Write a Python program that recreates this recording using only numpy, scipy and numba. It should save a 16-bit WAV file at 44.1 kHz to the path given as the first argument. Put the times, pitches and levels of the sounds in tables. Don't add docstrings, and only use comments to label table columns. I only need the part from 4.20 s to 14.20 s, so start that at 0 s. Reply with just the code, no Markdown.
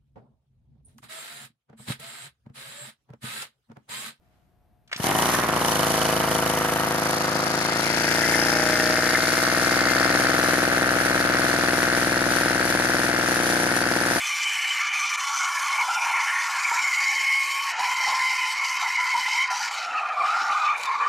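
import sys
import numpy as np
from scipy import signal
from scipy.fft import rfft, irfft
from scipy.io import wavfile
from scipy.ndimage import uniform_filter1d
from numba import njit

SR = 44100
rng = np.random.default_rng(int(sys.argv[2]) if len(sys.argv) > 2 else 0)


def store_pcm(level_fs):
    pcm = np.round(np.clip(level_fs, -1, 1) * 32767).astype(np.int16)
    wavfile.write(sys.argv[1], SR, np.atleast_2d(pcm).T)


N = 441000
TIME = np.arange(N) / SR

# (time [s], intake left minus right [dB], hiss left minus right [dB])
SWING = [(.8, -1, 1), (1.15, -3, 1), (2.2, -1, 1), (2.7, -0.5, 3), (3.8, 4, 2.5), (5.2, 1.5, 3.5),
         (6.5, 2, 0), (10, 2, 1.5)]


def undb(db):
    return 10 ** (np.asarray(db) / 20)


def unit(x):
    return x / np.sqrt(np.mean(x ** 2))


@njit
def svf(x, hz, width):
    y, b, l = np.empty(len(x)), 0., 0.
    for i in range(len(x)):
        g, k = np.tan(np.pi * hz[i] / SR), width[i] / hz[i]
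        v = (b + g * (x[i] + 1e-18 - l)) / (1 + g * (g + k))
        b, l, y[i] = 2 * v - b, l + 2 * g * v, k * v
    return y


def band(x, hz, width_hz):
    return svf(x, hz + np.zeros(len(x)), width_hz + np.zeros(len(x)))


def modes(x, table, pitch=1):
    return sum(undb(db) * band(x, hz * pitch, width) for hz, width, db in table)


def clicks(s, size):
    at = np.clip(s * SR, 0, N - 2)
    whole = at.astype(int)
    part = at - whole
    return np.bincount(whole, size * (1 - part), N) + np.bincount(whole + 1, size * part, N)


def tail(x, ms):
    return signal.lfilter([1], [1, -np.exp(-1000 / (ms * SR))], x)


def soften(x, ms):
    return np.convolve(x, np.hanning(max(round(ms * SR / 1000), 3)), "same")


def coloured(spectrum):
    hz, db = np.transpose(spectrum)
    log_hz = np.log(np.arange(1, N // 2 + 2) * SR / N)
    gain = undb(np.interp(log_hz, np.log(hz), db, -90, -90))
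    return unit(irfft(rfft(rng.standard_normal(N)) * gain, N))


def grit():
    struck = rng.random(N) < 6000 / SR
    return rng.standard_normal(N) * struck * undb(1.5 * rng.exponential(size=N))


def flicker():
    per_s = 14
    count = int(N / SR * per_s) + 2
    return undb(2 * np.interp(TIME * per_s, np.arange(count), rng.standard_normal(count)))


def ports(near, far, like, lag_ms, pan_db):
    like = np.clip(like, 0, 1)
    delay = np.round(lag_ms * SR / 1000).astype(int)
    late = near[np.clip(np.arange(len(near)) - delay, 0, len(near) - 1)]
    pair = np.array([late, like * near + np.sqrt(1 - like ** 2) * far])
    return pair * undb(np.array([pan_db, -pan_db]).reshape(2, -1) / 2)


def curves(table):
    s, *columns = np.transpose(table)
    return [np.interp(TIME, s, c) for c in columns]


def ramp(start_s, end_s):
    return np.clip((TIME - start_s) / (end_s - start_s), 0, 1)


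def loaded(light, heavy):
    return light + (heavy - light) * ramp(3.4, 4.2)


def yard():
    # (frequency [Hz], relative density [dB per Hz])
    murmur = [(24, -31), (40, 4), (130, -4.5), (512, -20.5), (565, -20), (721, -15), (776, -21),
              (3460, -38), (7400, -46), (14000, -37)]
    # (frequency [Hz], level [dB])
    hum_tones = [(597.5, -96), (635.2, -84), (662.1, -92), (721.4, -78), (780.6, -98), (839.8, -86)]
    hum = sum(undb(db) * np.sqrt(2) * np.sin(2 * np.pi * hz * TIME) for hz, db in hum_tones)
    return undb(-62.5) * ports(coloured(murmur), coloured(murmur), like=0.59, lag_ms=0, pan_db=2.3) + hum


def rustle():
    rise_s, fade_s = .1, 0.11
    swell = TIME / rise_s * np.exp((rise_s - TIME) / fade_s) * flicker()
    return undb(-73) * swell * np.array([unit(band(grit(), 1200, 1500)) for _ in range(2)])


def starter():
    # (time [s], relative level [dB], pitch [Hz], fall by 60 dB [s])
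    scrapes = [(0.675, -41, 3140, 0.043), (0.692, -45, 1510, 0.11), (0.714, -20, 1570, 0.047),
               (0.727, -7.5, 1790, 0.038), (0.741, -25, 2020, 0.11), (0.761, -16, 3850, 0.034),
               (0.79, -32, 1520, 0.028)]
    out, t = np.zeros((2, N)), TIME[:SR]
    for s, db, hz, t60 in scrapes:
        attack = np.clip((t - s) / 0.0034, 0, 1)
        fade = attack * undb(db - 60 * np.maximum(t - s, 0) / t60)
        left, right = (unit(band(band(rng.standard_normal(SR), hz, 1.1 * hz), hz, 1.6 * hz)) for _ in range(2))
        out[:, :SR] += 0.39 * fade * ports(left, right, like=0.73, lag_ms=0.13, pan_db=0.57)
    return out


def thuds():
    # (time [s], level [dB])
    blows = [(.76, -36), (0.799, -19.5)]
    hz, width_hz = 163, 140
    s, db = np.transpose(blows)
    blow = band(band(clicks(s, undb(db)), hz, width_hz), hz, 2 * width_hz)
    return ports(blow * undb(db.max()) / np.abs(blow).max(), 0, like=0.82, lag_ms=0, pan_db=2.0)


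def turns_so_far():
    # (time [s], speed [turns per second])
    crank_speed = [(0.8, 16.39), (0.86, 39.8), (0.92, 51.16), (1.05, 59.94), (1.21, 61.95), (1.31, 51.7),
                   (1.39, 61.09), (1.55, 52.9), (1.62, 53.2), (1.69, 55.3), (1.78, 53.7), (3.2, 53.78),
                   (4.1, 57.99), (5.7, 62.73), (6.3, 62.57), (6.7, 62.98), (7.4, 62.07), (8.95, 61.66),
                   (9.3, 60.27), (9.7, 60.51), (10.1, 62.04)]
    first_firing_s = .8017
    total = np.cumsum(curves(crank_speed)[0]) / SR
    return total - np.interp(first_firing_s, TIME, total)


def crank():
    rhythm = [(0, 1), (4, 2), (14, 3), (26, 2), (30, 3), (33, 2), (217, 3), (223, 2), (229, 3), (487, 2),
              (489, 3), (492, 2), (510, 3)]
    surge = .018
    power_lead = .3
    wander = .003
    turns = turns_so_far()
    start, every = np.transpose(rhythm)
    turn = np.arange(int(turns[-1]))
    row = np.searchsorted(start, turn, side="right") - 1
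    fired = (turn - start[row]) % every[row] == 0
    push = np.append(turn[fired], turn[-1] + every[-1]) - power_lead
    slip = wander * rng.standard_normal(len(push))

    def when(position):
        last = np.searchsorted(push, position, side="right") - 1
        ahead = surge * (position - push[last]) * (push[last + 1] - position)
        return np.interp(position - ahead + np.interp(position, push, slip), turns, TIME)
    return turn, fired, when


def exhaust(turn, fired, when):
    # (crank turn [turns], level change [dB])
    weak_firings = [(207, -6), (227, -3)]
    # (time [s], delay [ms], share in muffler [1], share in tail pipe [1])
    returns = [(.9, 5.9, 0.29, 1), (1.8, 5.78, 0.25, 0.55), (3.3, 5.9, 0.32, 0.9), (4.2, 6.1, 0.26, 0.28),
               (5.0, 6.14, 0.27, 0.17), (5.8, 6.25, 0.28, 0.033), (9, 6.03, 0.24, 0.17),
               (10, 5.9, 0.19, 0.21)]
    chance = rng.standard_normal((len(turn), 3)).T
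    weak_turn, weak_db = np.transpose(weak_firings)
    uneven = undb(.7 * chance[0]) * undb((turn[:, None] == weak_turn) @ weak_db)
    at = when(turn) + .00012 * chance[1]
    lag_ms, muffler_share, pipe_share = curves(returns)
    blast = clicks(at - .0003, fired * uneven)
    back = clicks(at + np.interp(at, TIME, lag_ms) / 1000, fired * uneven)

    second_db = -2.5 * ~np.roll(fired, 1)
    slow = np.hanning(round(2 * 0.1 * SR / 1000))
    suck = np.convolve(clicks(at, ~fired * uneven * undb(second_db)), slow / slow.sum(), "same")
    suck = undb(loaded(-7.5, -6.5)) * suck
    gulp = clicks(when(turn + 0.4355), np.where(fired, 0.33, 0.34))
    close = clicks(when(turn + .8), undb(4.5 * chance[2]))
    gas = undb(-46.5) * rng.standard_normal(N)

    def front(flow):
        opened = uniform_filter1d(flow + gas, round(0.68 * SR / 1000))
        return band(tail(opened, 0.13), 673, 930)
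    low = front(blast + muffler_share * back - suck - loaded(0.79, 0.75) * gulp)
    high = front(blast + pipe_share * back - loaded(0.54, 0.82) * suck - loaded(0.74, 1) * gulp
                 - loaded(.2, .1) * close)
    return muffler(low), tail_pipe(high, front(blast))


def muffler(low):
    # (frequency [Hz], width [Hz], gain [dB])
    chambers = [(79, 49, -17), (131.7, 37, 20), (214, 130, 15), (290.5, 92, 15), (327, 7.6, 3.5)]
    low = low - loaded(0.66, 0.07) * band(low, 322.0, 29.0)
    boom = undb(loaded(12, -26)) * band(low, 158, 143)
    return unit(modes(low, chambers) + boom)


def tail_pipe(high, port_blast):
    # (frequency [Hz], width [Hz], gain [dB])
    pipe_modes = [(494.5, 74, 21), (558, 60, 16.5), (666, 34, 24.5), (775, 11, 21), (800, 57, 15.5)]
    # (time [s], pitch ratio [1])
    pipe_pitch = [(1.0, 1.15), (1.8, 0.97), (3.5, 1.074), (4.1, 1.03), (4.7, 0.97), (5.5, 0.99),
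                  (10, 1.043)]
    # (time [s], third note pitch ratio [1], third note [dB], port notes [dB], fifth note [dB])
    pipe_notes = [(.9, 0.94, 3, 7, 3), (1.4, 0.97, -4, 9, -19), (2.4, 1.0, -0.5, 13, -10),
                  (3.1, 0.99, -4, 7, -8), (3.7, 0.96, -0.5, 5, 3), (4.1, 0.95, 2, 4, 7),
                  (4.4, 0.94, 4.5, -2, 10), (4.9, 0.99, 4, 7, 0), (5.5, 0.99, 2, -5, -2),
                  (7, 0.98, 1, 2, -13), (10, 0.98, 4, 2, 5)]
    # (frequency [Hz], width [Hz], gain before the drift [dB])
    port_notes = [(930, 53, 16), (1350, 91, 14)]
    third_ratio, third_db, port_db, fifth_db = curves(pipe_notes)
    pitch_ratios = [1, 1, third_ratio, 1, 1]
    width_ratios = [1, 1, loaded(1.63, 0.96), 1, 1]
    more_dbs = [0, 0, third_db, 0, fifth_db]
    pipe = [(hz * ratio, width * wider, db + more_db) for (hz, width, db), ratio, wider, more_db
            in zip(pipe_modes, pitch_ratios, width_ratios, more_dbs)]
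    early = np.roll(high, -round(.1 * SR / 1000))
    bark = modes(early, pipe, curves(pipe_pitch)[0])
    return unit(bark + undb(port_db) * modes(port_blast, port_notes))


def frame_shake():
    # (cycles per turn [1], level against the thump [dB])
    unbalance = [(1, -19), (2, -19.5), (4, -21)]
    angle = 2 * np.pi * np.maximum(turns_so_far(), 0)
    return sum(undb(db) * np.sqrt(2) * np.sin(round(order) * angle) for order, db in unbalance)


def intake(turn, fired, when, hz, width_hz):
    # (place in the turn [turns], level on a firing turn [dB])
    port_knocks = [(.41, 0.5), (0.82, -13.5), (0.022, -21), (0.78, -32)]
    unlit_db = ~fired * np.interp(when(turn), TIME, loaded(-4.5, 0))
    taps = []
    for share, db in port_knocks:
        chance = rng.standard_normal((len(turn), 2)).T
        at = when(turn + share) + .00003 * chance[1]
        taps.append(clicks(at, undb(db + unlit_db + .9 * chance[0])))
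    knock = soften(sum(taps), 0.55)
    for width_ratio in (0.71, 0.74, 0.79):
        knock = band(knock, hz, width_ratio * width_hz)
    return -unit(knock), taps[0]


def rattle(turn, fired, when, slam, hz, width_hz):
    # (frequency [Hz], width [Hz])
    frame_modes = [(1800, 100), (2088, 11.6)]
    # (time [s], lower ring [dB], upper ring [dB])
    frame_ring = [(.85, -8, -2), (1.1, -3, -25), (1.5, -25, -25), (2.5, -7, -21), (3.4, -20, 1),
                  (4.0, 0, 7), (5.7, 3, 12.5), (6.2, -1, -1), (8, -5, -0.5), (10, -2, -3)]
    # (time [s], strength [1])
    firing_rattle = [(.9, 1.2), (2.5, 0.86), (3.6, 1.4), (4.2, 1.64), (4.8, 1.4), (5.5, 0.88), (10, 0.8)]
    # (time [s], centre [Hz])
    rattle_pitch = [(.9, 1570), (1.8, 1430), (3.2, 1420), (3.7, 1990), (4.3, 1780), (5.5, 1640), (7, 1630),
                    (10, 1570)]
    frame = [(*mode, db) for mode, db in zip(frame_modes, curves(frame_ring))]
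    slam_shake = tail(np.roll(slam, round(1.5 * SR / 1000)), 5.1)
    jerk = soften(clicks(when(turn - 0.03), 0.46 + 0.98 * fired), 2.17)
    shake = 0.81 + 0.61 * slam_shake + curves(firing_rattle)[0] * tail(jerk, 2.8) / 40
    box_ratio = loaded(1.03, 1.037)
    rattles = []
    for grains in [shake * grit() for _ in range(2)]:
        rung = band(grains, box_ratio * hz, 1.38 * width_hz) + modes(grains, frame)
        rattles.append(unit(band(rung, curves(rattle_pitch)[0], 1460)))
    return rattles


def metal(turn, fired, when, slam):
    # (time [s], level [dB])
    hiss = [(.8, -44.5), (.85, -33), (.9, -39.5), (1.0, -33.5), (1.3, -43), (1.4, -37.5), (1.5, -37),
            (2.5, -40), (3.0, -45.5), (3.5, -44), (4.2, -36), (5.0, -38.5), (6.6, -37), (7.8, -37.5),
            (10, -36)]
    (sizzle_db,), hiss_pan_db = curves(hiss), curves(SWING)[1]
    change_db = sizzle_db + 36.5
    size = undb(1.6 * rng.standard_normal((len(turn), 2)).T)
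    bang = tail(soften(clicks(when(turn), fired * size[0]), 3.6), 1.7) / 45

    spurt = loaded(2.1, 0.14) + 0.76 * np.maximum(-change_db, 0)
    spurts = clicks(when(turn + 0.73), size[1] * np.where(fired, 1, 0.73))
    swell = spurt * tail(soften(spurts, 5.7), 2.15) / 110

    lulls = soften(clicks(when(turn[fired][:-1] + 1.3), 0.77), 17.0)
    lull = 1 - np.clip(loaded(0.37, 0.26) * lulls, 0, .9)
    puff = 0.63 + 0.065 * tail(slam, 30.0) + loaded(1.14, 0.86) * bang + 0.52 * swell
    puff = puff * flicker() * lull

    out = shell_ring(turn, fired * size[0], when)
    out += undb(-31.5 + change_db) * wash(puff, hiss_pan_db)
    out += clatter(slam, bang, lull)
    return out + undb(sizzle_db) * sizzle(puff, lull, hiss_pan_db)


def shell_ring(turn, size, when):
    # (time [s], level [dB])
    ring_level = [(0.851, -46), (1.0, -35.5), (1.25, -51), (1.4, -38), (1.7, -38), (2.299, -41.5),
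                  (2.6, -46.5), (3.0, -70)]
    ring = unit(band(band(clicks(when(turn + 0.0312), size), 2960, 150), 3050, 270))
    return undb(curves(ring_level)[0]) * ports(ring, 0, like=1, lag_ms=0.31, pan_db=0.73)


def wash(puff, pan_db):
    # (frequency [Hz], relative density [dB per Hz])
    wash_spectrum = [(1290, -31), (2200, -51), (2550, -6.5), (3030, -5.5), (3350, -5), (4080, -5.5),
                     (5010, -7), (5810, -1), (7890, -12), (9970, -5), (14300, -15.5)]
    noises = [unit(puff * coloured(wash_spectrum)) for _ in range(2)]
    return ports(*noises, like=.4, lag_ms=.26, pan_db=pan_db)


def clatter(slam, bang, lull):
    # (time [s], level [dB], left minus right [dB])
    clatter_level = [(.8, -46, -8), (1.0, -49, -11), (1.8, -37, -8), (2.5, -44, -6), (3.0, -34.5, 1.5),
                     (3.8, -31, 5.5), (4.6, -30.5, 1.5), (5.8, -31.5, -4), (6.6, -38, -9),
                     (7.4, -36.5, -10.5), (8.2, -35.5, -3), (10, -37.5, -7.5)]
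    # (time [s], centre [Hz])
    clatter_pitch = [(.8, 4400), (3.0, 4600), (3.6, 4490), (4.2, 5070), (5.0, 4580), (6.0, 4500),
                     (6.6, 4260), (10, 4680)]
    level_db, pan_db = curves(clatter_level)
    length = round(6 * SR / 1000)
    burst = np.convolve(slam, np.ones(length))[:N]
    ticks = tail(slam + 0.6 * np.roll(slam, length * 4 // 5), 0.3)
    jolt = 0.55 * lull + burst + loaded(1.2, .15) * bang + ticks
    pitch_hz = curves(clatter_pitch)[0]
    noises = [unit(band(band(jolt * rng.standard_normal(N), pitch_hz, 1060), 5900, 3600)) for _ in range(2)]
    return undb(level_db) * ports(*noises, like=.5, lag_ms=.28, pan_db=pan_db)


def sizzle(puff, lull, pan_db):
    # (time [s], level against the sizzle [dB])
    crackle_level = [(.8, 0), (1.5, -1), (2.7, 1), (3.5, -7), (4.5, -4), (6, -6), (10, -17)]
    crackle_gain = undb(curves(crackle_level)[0])
    noises = []
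    for sparks in [(0.88 * flicker() * lull + puff) * grit() for _ in range(2)]:
        crackle = unit(band(band(sparks, 10800, 1200), 13000, 1700))
        noises.append(unit(band(band(sparks, 9690, 1170), 9600, 2400)) + crackle_gain * crackle)
    return ports(*noises, like=.4, lag_ms=.39, pan_db=pan_db)


def clanks():
    # (time [s], relative level [dB], upper note [Hz])
    strikes = [(1.1448, -17, 1780), (3.8801, -19, 1920), (4.0357, -16, 1970), (4.1395, -15, 2055),
               (4.8479, -21, 2080), (4.9482, -13, 2070)]
    t60_s = 0.059
    out, t = np.zeros(N), TIME[:SR // 10]
    for s, db, hz in strikes:
        ring = np.sin(2 * np.pi * hz * t) + 0.8 * np.sin(2 * np.pi * 0.86 * hz * t)
        fade = np.clip(t / 0.00073, 0, 1) * undb(db - 0.5 - 60 * t / t60_s)
        out[int(s * SR):int(s * SR) + len(t)] += ring * fade
    return ports(out, 0, like=0.99, lag_ms=.03, pan_db=3)


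def scene():
    # (time [s], thump level [dB])
    exhaust_level = [(.8, -38), (.85, -27.5), (1.3, -28), (1.8, -27.5), (2.6, -29), (3.4, -29),
                     (4.2, -25.5), (5.0, -26.5), (5.8, -24), (7.0, -24.5), (10, -25.5)]
    # (time [s], knock level [dB], air box pitch [Hz])
    intake_knock = [(.8, -46, 920), (.85, -50, 980), (.9, -31.5, 930), (1.15, -28, 1160),
                    (1.5, -30.5, 1040), (1.8, -34.5, 1170), (2.6, -31.5, 1270), (3.4, -33, 1290),
                    (3.8, -30.5, 1530), (4.2, -28.5, 1550), (5.8, -26, 1484), (7.4, -27, 1533),
                    (10, -28, 1580)]
    # (time [s], lag before fixed offsets [ms])
    left_lag = [(.8, 0.043), (1.7, 0.054), (2.8, -0.11), (3.6, -0.14), (4.3, -0.06), (5.1, 0.076),
                (5.8, 0.074), (6.6, 0.11), (8, 0.094), (10, 0.079)]
    # (time [s], level against the thump [dB])
    bass_level = [(.9, 1.5), (2.4, 2.5), (3.2, -3), (4.1, 0.5), (6, -2), (8, -0.5), (10, -3)]
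    (thump_db,), (knock_db, box_hz), pan_db = curves(exhaust_level), curves(intake_knock), curves(SWING)[0]
    (lag_ms,) = curves(left_lag)
    catching_db = -6 * (1 - ramp(0.8, 0.99))
    bark_db = thump_db + loaded(0.5, -3) + catching_db
    rattle_db = thump_db + loaded(1.5, -2.5) + 0.079 * catching_db
    box_width_hz = loaded(900, 960)

    turn, fired, when = crank()
    thump, bark = exhaust(turn, fired, when)
    knock, slam = intake(turn, fired, when, box_hz, box_width_hz)
    rattles = rattle(turn, fired, when, slam, box_hz, box_width_hz)
    thump = thump + frame_shake()
    thump = thump + (undb(curves(bass_level)[0]) - 1) * band(thump, 62, 70)

    engine = undb(thump_db) * ports(thump, 0, like=0.81, lag_ms=lag_ms + 0.1, pan_db=1.47)
    engine += undb(bark_db) * ports(bark, np.roll(bark, 300), like=0.92, lag_ms=lag_ms + 0.019, pan_db=0.96)
    engine += undb(knock_db) * ports(knock, 0, like=0.78, lag_ms=lag_ms, pan_db=pan_db + 4.5)
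    engine += undb(rattle_db) * ports(*rattles, like=0.32, lag_ms=lag_ms, pan_db=pan_db)
    engine += metal(turn, fired, when, slam)
    turning = TIME > .775
    return yard() + rustle() + starter() + thuds() + engine * turning + clanks()


def record(dry):
    thin = signal.sosfilt(signal.butter(4, 50, "high", fs=SR, output="sos"), dry)
    return signal.sosfilt(signal.ellip(10, .2, 80, 14350, fs=SR, output="sos"), thin)


dry = scene()
out = record(dry)
store_pcm(out)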